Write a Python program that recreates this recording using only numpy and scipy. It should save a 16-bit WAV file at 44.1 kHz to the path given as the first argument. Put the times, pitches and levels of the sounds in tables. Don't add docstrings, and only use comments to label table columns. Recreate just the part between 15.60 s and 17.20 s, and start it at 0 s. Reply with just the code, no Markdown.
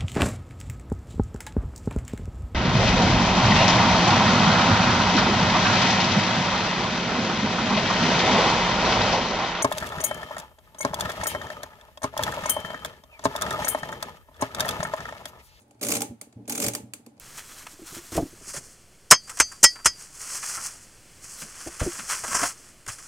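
import sys
import numpy as np
from scipy import signal
from scipy.fft import rfft, irfft
from scipy.io import wavfile
from scipy.ndimage import uniform_filter1d

SR = 44100
rng = np.random.default_rng(int(sys.argv[2]) if len(sys.argv) > 2 else 0)


def convert_level_to_amplitude(level_db):
    exponent = np.asarray(level_db, float) / 20
    return 10 ** exponent


def waveform_to_disk(signal):
    frames = np.transpose(np.atleast_2d(signal))
    scaled = np.clip(frames, -1, 1) * 32767
    samples = np.round(scaled).astype(np.int16)
    wavfile.write(sys.argv[1], SR, samples)


N = 70560

# pitch [Hz], width [Hz], level [dB].
STEEL = [(1590, 100, -11), (2390, 150, 1.5), (4500, 280, -5.5), (5020, 230, -7), (6660, 150, 9.5),
         (7450, 390, 8.5), (8690, 200, 6), (9200, 340, 10), (10600, 400, -7), (12000, 500, -7.5),
         (14160, 500, -1)]
# time [s], load [dB].
LOAD = [(0.0, -53.5), (0.196, -66), (0.216, -29), (0.258, -26), (0.368, -25.5), (0.49, -39.5), (0.52, -44),
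        (0.6, -76), (0.617, -49.5), (0.738, -71), (0.774, -42), (0.87, -49), (0.885, -33.5), (1.081, -25.5),
        (1.114, -36), (1.426, -60), (1.466, -52.5), (1.6, -61)]
RING_DB, RING_SCATTER_DB = -10, -0.5
SPAN = 8192
SWELL_S = 0.0024


def shape(outline, hz):
    f, db = np.array(outline).T
    return convert_level_to_amplitude(np.interp(np.log(hz + 1), np.log(f), db))


def unit(x):
    return x / np.sqrt(np.sum(x ** 2, axis=-1, keepdims=True))


def highpass(x, order, hz):
    return signal.sosfilt(signal.butter(order, hz, "high", fs=SR, output="sos"), x)


def modes(hz, db, t60):
    t = np.arange(SPAN) / SR
    return convert_level_to_amplitude(db)[:, None] * np.sin(2 * np.pi * hz[:, None] * t) * np.exp(-np.log(1000) * t / t60[:, None])


def swell():
    return 1 - np.exp(-np.arange(SPAN) / SR / SWELL_S)


def push(ms):
    return unit(np.hanning(int(ms * SR / 1000) + 3))


def add(out, x, s):
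    i = int(s * SR)
    out[..., i:i + x.shape[-1]] += x[..., :N - i]


def ports(count):
    likeness = 0.54
    shared, *own = rng.standard_normal((3, count))
    return np.sqrt(likeness) * shared + np.sqrt(1 - likeness) * np.array(own)


def teeth():
    # time [s], peak [dB], rattle length [ms], knock into the frame [dB].
    turn_one = [(0.2121, -31, 12, 6.5), (0.2283, -20.5, 4.7, -16), (.234, -19.5, 4.2, -5),
                (0.2474, -21, 2.8, -12), (.2515, -24.5, 2.1, -15), (0.2672, -19, 2.7, -4),
                (.2712, -27, 1.9, -21), (0.2853, -18, 5.3, -21), (.2905, -19, 2.7, 0),
                (0.303, -16, 2.3, -5), (.3075, -18.5, 2.7, -7), (0.3167, -15.5, 3.3, -11.5),
                (0.3212, -10, 1.66, -8.5), (.3245, -23, 2.5, -3), (0.336, -18.5, 3.5, -12),
                (.341, -21, 2.2, -7), (0.3517, -16.5, 3.33, -4.5), (.356, -20.5, 3.5, -15),
                (0.3666, -19, 4.3, -14), (.3705, -22.5, 2.8, -1.5), (0.4062, -21, 3, -5),
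                (0.4188, -12.5, 2.3, -10)]
    # time [s], peak [dB], rattle length [ms], knock into the frame [dB].
    turn_two = [(0.8778, -31.5, 6.1, 8.5), (0.896, -19.5, 5.4, -2), (0.904, -25, 3.7, -9),
                (0.9224, -20, 4.3, -12), (.928, -30, 3.3, 2), (0.951, -23, 6.1, -14), (.956, -27, 2.5, -4),
                (0.9765, -19.5, 4.3, -7), (0.9804, -26.5, 2.4, -1.5), (1, -19, 5.5, -3),
                (1.004, -26, 1.9, -1), (1.0165, -21, 3.8, -24), (1.0225, -18.5, 4.08, -4.5),
                (1.0274, -22, 5.2, -30), (1.0392, -16, 2, -6), (1.0428, -16.5, 3.1, -6),
                (1.048, -20, 2.9, -1), (1.064, -14.5, 2.6, -9), (1.0688, -20, 2.3, -24),
                (1.0832, -13, 2.4, -10), (1.087, -27.5, 1.5, -11), (1.135, -26.5, 6.9, -1.5),
                (1.1504, -16.5, 3.6, -9), (1.155, -30, 2.5, 1.5)]
    # time [s], peak [dB], rattle length [ms], knock into the frame [dB], brightness [dB per octave].
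    latches = [(0.08, -62, 2.6, -11, 6), (.109, -45.5, 2, 2.5, -4), (.147, -55.5, 1, 13, -10),
               (.195, -50.5, 1.25, 0, -10), (0.6127, -24.5, 2.2, -9.5, 0.7), (.726, -47, 2, 5, -10),
               (.771, -65, 1.6, 5, -14), (0.855, -52, 2.5, -16, -20), (1.336, -22, 2.06, -14, 0.5),
               (1.463, -39, 2.4, 9.5, -4), (1.568, -58.5, 1.5, 11, -12), (1.578, -53.5, 2, 9.5, -15),
               (1.598, -30, 3.9, -4, 13)]
    # pitch [Hz], width [Hz], level [dB].
    latch_steel = [(1530, 150, -2.5), (1830, 150, -2.5), (2600, 200, 7), (4840, 200, 12.5),
                   (6900, 350, -2.5), (9000, 580, 12.5), (11100, 1100, 26)]
    bounce_within_s, bounce_tilt_db = 0.0075, -4.5
    knock_late_s = 0.0016
    clicks, knocks = np.zeros((3, N)), np.zeros(N)
    knock_force = push(0.29)
    for rows, *part in ((turn_one + turn_two, STEEL, RING_DB, RING_SCATTER_DB),
                        (latches, latch_steel, -5.5, 2)):
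        last = -np.inf
        for s, db, ms, knock_db, *brightness in rows:
            tilt_db = sum(brightness) + bounce_tilt_db * (s - last < bounce_within_s)
            last = s
            crack, lead = rattle(ms)
            click = steel(crack, *part, tilt_db) * convert_level_to_amplitude(db + 15) * np.sqrt(ms / 3)
            add(clicks, click, s - lead / SR)
            knock = frame(knock_force, scatter_db=4, tilt_db=5) * convert_level_to_amplitude(db + knock_db + 4)
            add(knocks, knock, s + knock_late_s)
    return clicks, knocks


def rattle(ms):
    clicks_per_ms, scatter_db, first_hit_db, fall, skin_t60_s = 4, 1.5, 6.5, 1.28, 0.0035
    lead = 96
    t = np.arange(2048) / SR * 1000
    hit = (rng.random(len(t)) < clicks_per_ms * 1000 / SR) | (t == 0)
    hit_db = np.where(t == 0, first_hit_db, scatter_db * rng.standard_normal(len(t)))
    hits = hit * convert_level_to_amplitude(hit_db) * np.exp(-(t / ms) ** fall)
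    fade = np.exp(-np.log(1000) / (skin_t60_s * SR))
    crack = signal.lfilter([1], [1, -fade], np.roll(hits, lead)) * ports(len(t))
    to_room = np.arange(len(t)) == lead + 40
    return np.vstack([crack, to_room]), lead


def steel(crack, rings=STEEL, ring_db=RING_DB, scatter_db=RING_SCATTER_DB, tilt_db=0):
    # frequency [Hz], level [dB per Hz].
    skin_outline = [(530, -16.5), (1100, -13.5), (1990, -13), (2300, -6), (3600, -13), (6310, -5.5),
                    (9310, 0), (15500, -8), (16500, -17)]
    narrowest_hz = 280
    patch_db = 4 * np.array([[1], [1], [0.083]])
    far_db = np.array([[0], [0], [-6.5]])
    rows, size = crack.shape
    hz, width, db = np.array(rings).T
    luck = rng.standard_normal((2, len(hz)))
    db = db + scatter_db * luck[1] + tilt_db * np.maximum(np.log2(hz / 5000), 0)
    ring = modes(hz * (1 + 0.0046 * luck[0]), db, 2.14 / np.maximum(width, narrowest_hz)).sum(axis=0)
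    rung = signal.fftconvolve(crack, ring[None, :1024], axes=1)[:, :size]

    bins = np.arange(size // 2 + 1)
    octave = np.log2((bins + 1) * SR / size / 5000)
    wave = rng.random(2) * 2 * np.pi
    patches = np.sin(5 * octave + wave[0]) + np.sin(9 * octave + wave[1])
    skin = shape(skin_outline, bins * SR / size)
    skin = skin * convert_level_to_amplitude(tilt_db * np.maximum(octave, 0) + patch_db[:rows] * patches)
    contact = irfft(rfft(crack) * skin, size)
    return unit(unit(contact) + convert_level_to_amplitude(ring_db + far_db[:rows]) * unit(rung))


def frame(force, scatter_db=0, tilt_db=0):
    # pitch [Hz], level [dB], T60 [s].
    frame_modes = [(201, -5, 0.17), (228, 2, 0.031), (231.3, 5, 0.1), (293, 1, 0.08), (342.7, -6, 0.091),
                   (378, 0.5, 0.024), (446, 1, 0.061), (497, -8.5, 0.061), (572.7, -5.5, 0.064),
                   (704.6, -5, 0.032), (829.4, -8.5, 0.052), (1020, -15.5, 0.026)]
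    hz, db, t60 = np.array(frame_modes).T
    luck = rng.standard_normal((2, len(hz))) * scatter_db
    db = db + luck[1] + tilt_db * np.log2(hz / 300)
    ring = modes(hz * (1 + 0.0057 * luck[0]), db, t60)
    sign = (-1) ** np.arange(len(hz))[:, None]
    ring = highpass((ring * sign).sum(axis=0) * swell(), 4, 175)
    return signal.fftconvolve(force, unit(ring))[:N]


def stops():
    # time [s], pitch [Hz], level [dB].
    stop_hits = [
        (0.366, 820, -35),
        (.409, 810, -28.5),
        (.428, 860, -30),
        (1.136, 817, -32.5),
        (.906, 835, -29.5),
        (1.18, 860, -36.5),
        (1.03, 435, -22),
        (0.99, 570, -28),
        (.213, 300, -26.5),
    ]
    out = np.zeros(N)
    for s, hz, db in stop_hits:
        ring = modes(np.array([hz]), np.array([db]), np.array([0.057]))[0]
        add(out, ring * swell(), s)
    return out


def whir():
    # start [s], end [s], level [dB].
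    meshing = [
        (-.01, 0.044, -63),
        (.212, 0.396, -38.5),
        (.878, 1.1, -40.5),
        (.407, 0.446, -41),
        (1.2, 1.18, -42.5),
    ]
    rise_s, fall_s = 0.00097, 0.023
    t = np.arange(N) / SR
    mesh = np.zeros(N)
    for start, end, db in meshing:
        mesh += convert_level_to_amplitude(db) * np.clip(np.minimum((t - start) / rise_s, (end - t) / fall_s), 0, 1)
    contacts = uniform_filter1d(np.abs(grit()), size=30)
    return steel(contacts * ports(N)) * np.sqrt(N) * mesh


def grit():
    per_s = 2300
    return (rng.random(N) < per_s / SR) * rng.standard_normal(N) * np.sqrt(SR / per_s)


def load_db():
    s, db = np.array(LOAD).T
    return np.interp(np.arange(N) / SR, s, db)


def grind():
    rumble_db, tremor_db = -7.5, -67
    return grit() * convert_level_to_amplitude(load_db() + rumble_db) + convert_level_to_amplitude(tremor_db) * rng.standard_normal(N)


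def thuds(power=0, early_s=0):
    # time [s], level [dB], push length [ms].
    pushes = [(0.223, -37, 0.61), (0.319, -25.5, 5.7), (.362, -27, 4.05), (0.499, -23.5, 4.3),
              (.512, -26, 3.1), (0.761, -26.5, 4.8), (0.798, -36.5, 2.1), (0.888, -28, 3.84),
              (0.979, -33, 4), (1.045, -25, 6.4), (1.07, -25.5, 5.8), (1.195, -30, 1.47),
              (1.233, -27.5, 4.5), (1.247, -42, 2.1), (1.317, -64, 1), (1.392, -39, 0.55),
              (0.667, -33, 0.31)]
    force = np.zeros(N)
    for s, db, ms in pushes:
        add(force, push(ms) * convert_level_to_amplitude(db) * (ms / 4) ** power, s - early_s)
    return force


def desk():
    # pitch [Hz], level [dB], T60 [s].
    desk_modes = [(116.8, 0, 0.31), (101, -4.5, 0.071), (78, -8, 0.037)]
    thud_db, rumble_db, tremor_db, slope = -4, -46, -64, 0.8
    load = convert_level_to_amplitude(slope * (load_db() + 24) + rumble_db) + convert_level_to_amplitude(tremor_db)
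    force = thuds(power=0.74, early_s=0.00768) * convert_level_to_amplitude(thud_db) + load * rng.standard_normal(N)
    ring = modes(*np.array(desk_modes).T).sum(axis=0)
    ring = signal.sosfilt(signal.butter(4, 140, fs=SR, output="sos"), ring)
    return signal.fftconvolve(force, unit(ring))[:N]


def room():
    # frequency [Hz], level [dB].
    walls = [(300, 0), (1200, 2.5), (2300, 0.5), (3600, 1.5), (5200, -2.5), (6400, 2), (10000, -3.5),
             (15000, -6)]
    t60_s, top_t60_s, early_t60_s = 0.28, 0.18, 0.027
    late_db, early_db = -5, -2.5
    t = np.arange(SR // 2) / SR
    noise = rng.standard_normal((2, 2, len(t)))

    def fade(t60):
        return np.exp(-np.log(1000) * t / t60)

    low = signal.lfilter([0.25], [1, -0.75], noise[0])
    late = unit(low * fade(t60_s) + (noise[0] - low) * fade(top_t60_s)) * np.clip(t / 0.0041, 0, 1)
    late = irfft(rfft(late) * shape(walls, np.arange(len(t) // 2 + 1) * SR / len(t)), len(t))
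    early = unit(noise[1] * fade(early_t60_s)) * (t > 0.0008)
    return convert_level_to_amplitude(late_db) * late + convert_level_to_amplitude(early_db) * early


def floor():
    # frequency [Hz], level [dB per Hz].
    tone = [(30, 21), (115, 9), (266, 4.5), (499, -3.5), (844, 4.5), (988, -7), (6050, -20.5),
            (9710, -18.5), (16000, -31)]
    hz = np.arange(N // 2 + 1) * SR / N
    mid, side = rfft(rng.standard_normal((2, N))) * shape(tone, hz)
    spread = np.clip(hz / 700, 0, 1) ** 2
    x = irfft(mid + spread * side * np.array([[1], [-1]]), N)
    return unit(x) * np.sqrt(N) * convert_level_to_amplitude(-59.5)


def to_left(x):
    # frequency [Hz], level [dB].
    shade = [(4000, 1), (7000, 0.5), (15000, -5)]
    lag_s, level_db = 0.000145, -2.5
    hz = np.arange(N // 2 + 1) * SR / N
    return irfft(rfft(x) * convert_level_to_amplitude(level_db) * shape(shade, hz) * np.exp(-2j * np.pi * hz * lag_s), N)


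def scene():
    clicks, knocks = teeth()
    metal = clicks + whir()[[0, 1, 0]]
    body = knocks + stops() + frame(thuds() * convert_level_to_amplitude(0.5) + grind()) + desk()
    direct = np.array([to_left(metal[0]) + body, metal[1] + body])
    aired = convert_level_to_amplitude(-4) * highpass(body, 2, 400)
    wet = signal.fftconvolve(metal[2:] + aired, room(), axes=1)[:, :N]
    return direct + wet * convert_level_to_amplitude(np.array([[-0.5], [0]])) + floor()


def roll_off(x):
    return signal.sosfilt(signal.butter(12, 17000, fs=SR, output="sos"), x)


def record(dry):
    x = highpass(dry, 3, 95)
    x = signal.sosfilt(signal.ellip(8, 0.3, 38, 15900, fs=SR, output="sos"), x)
    return roll_off(x)


dry = scene()
out = record(dry)
waveform_to_disk(out)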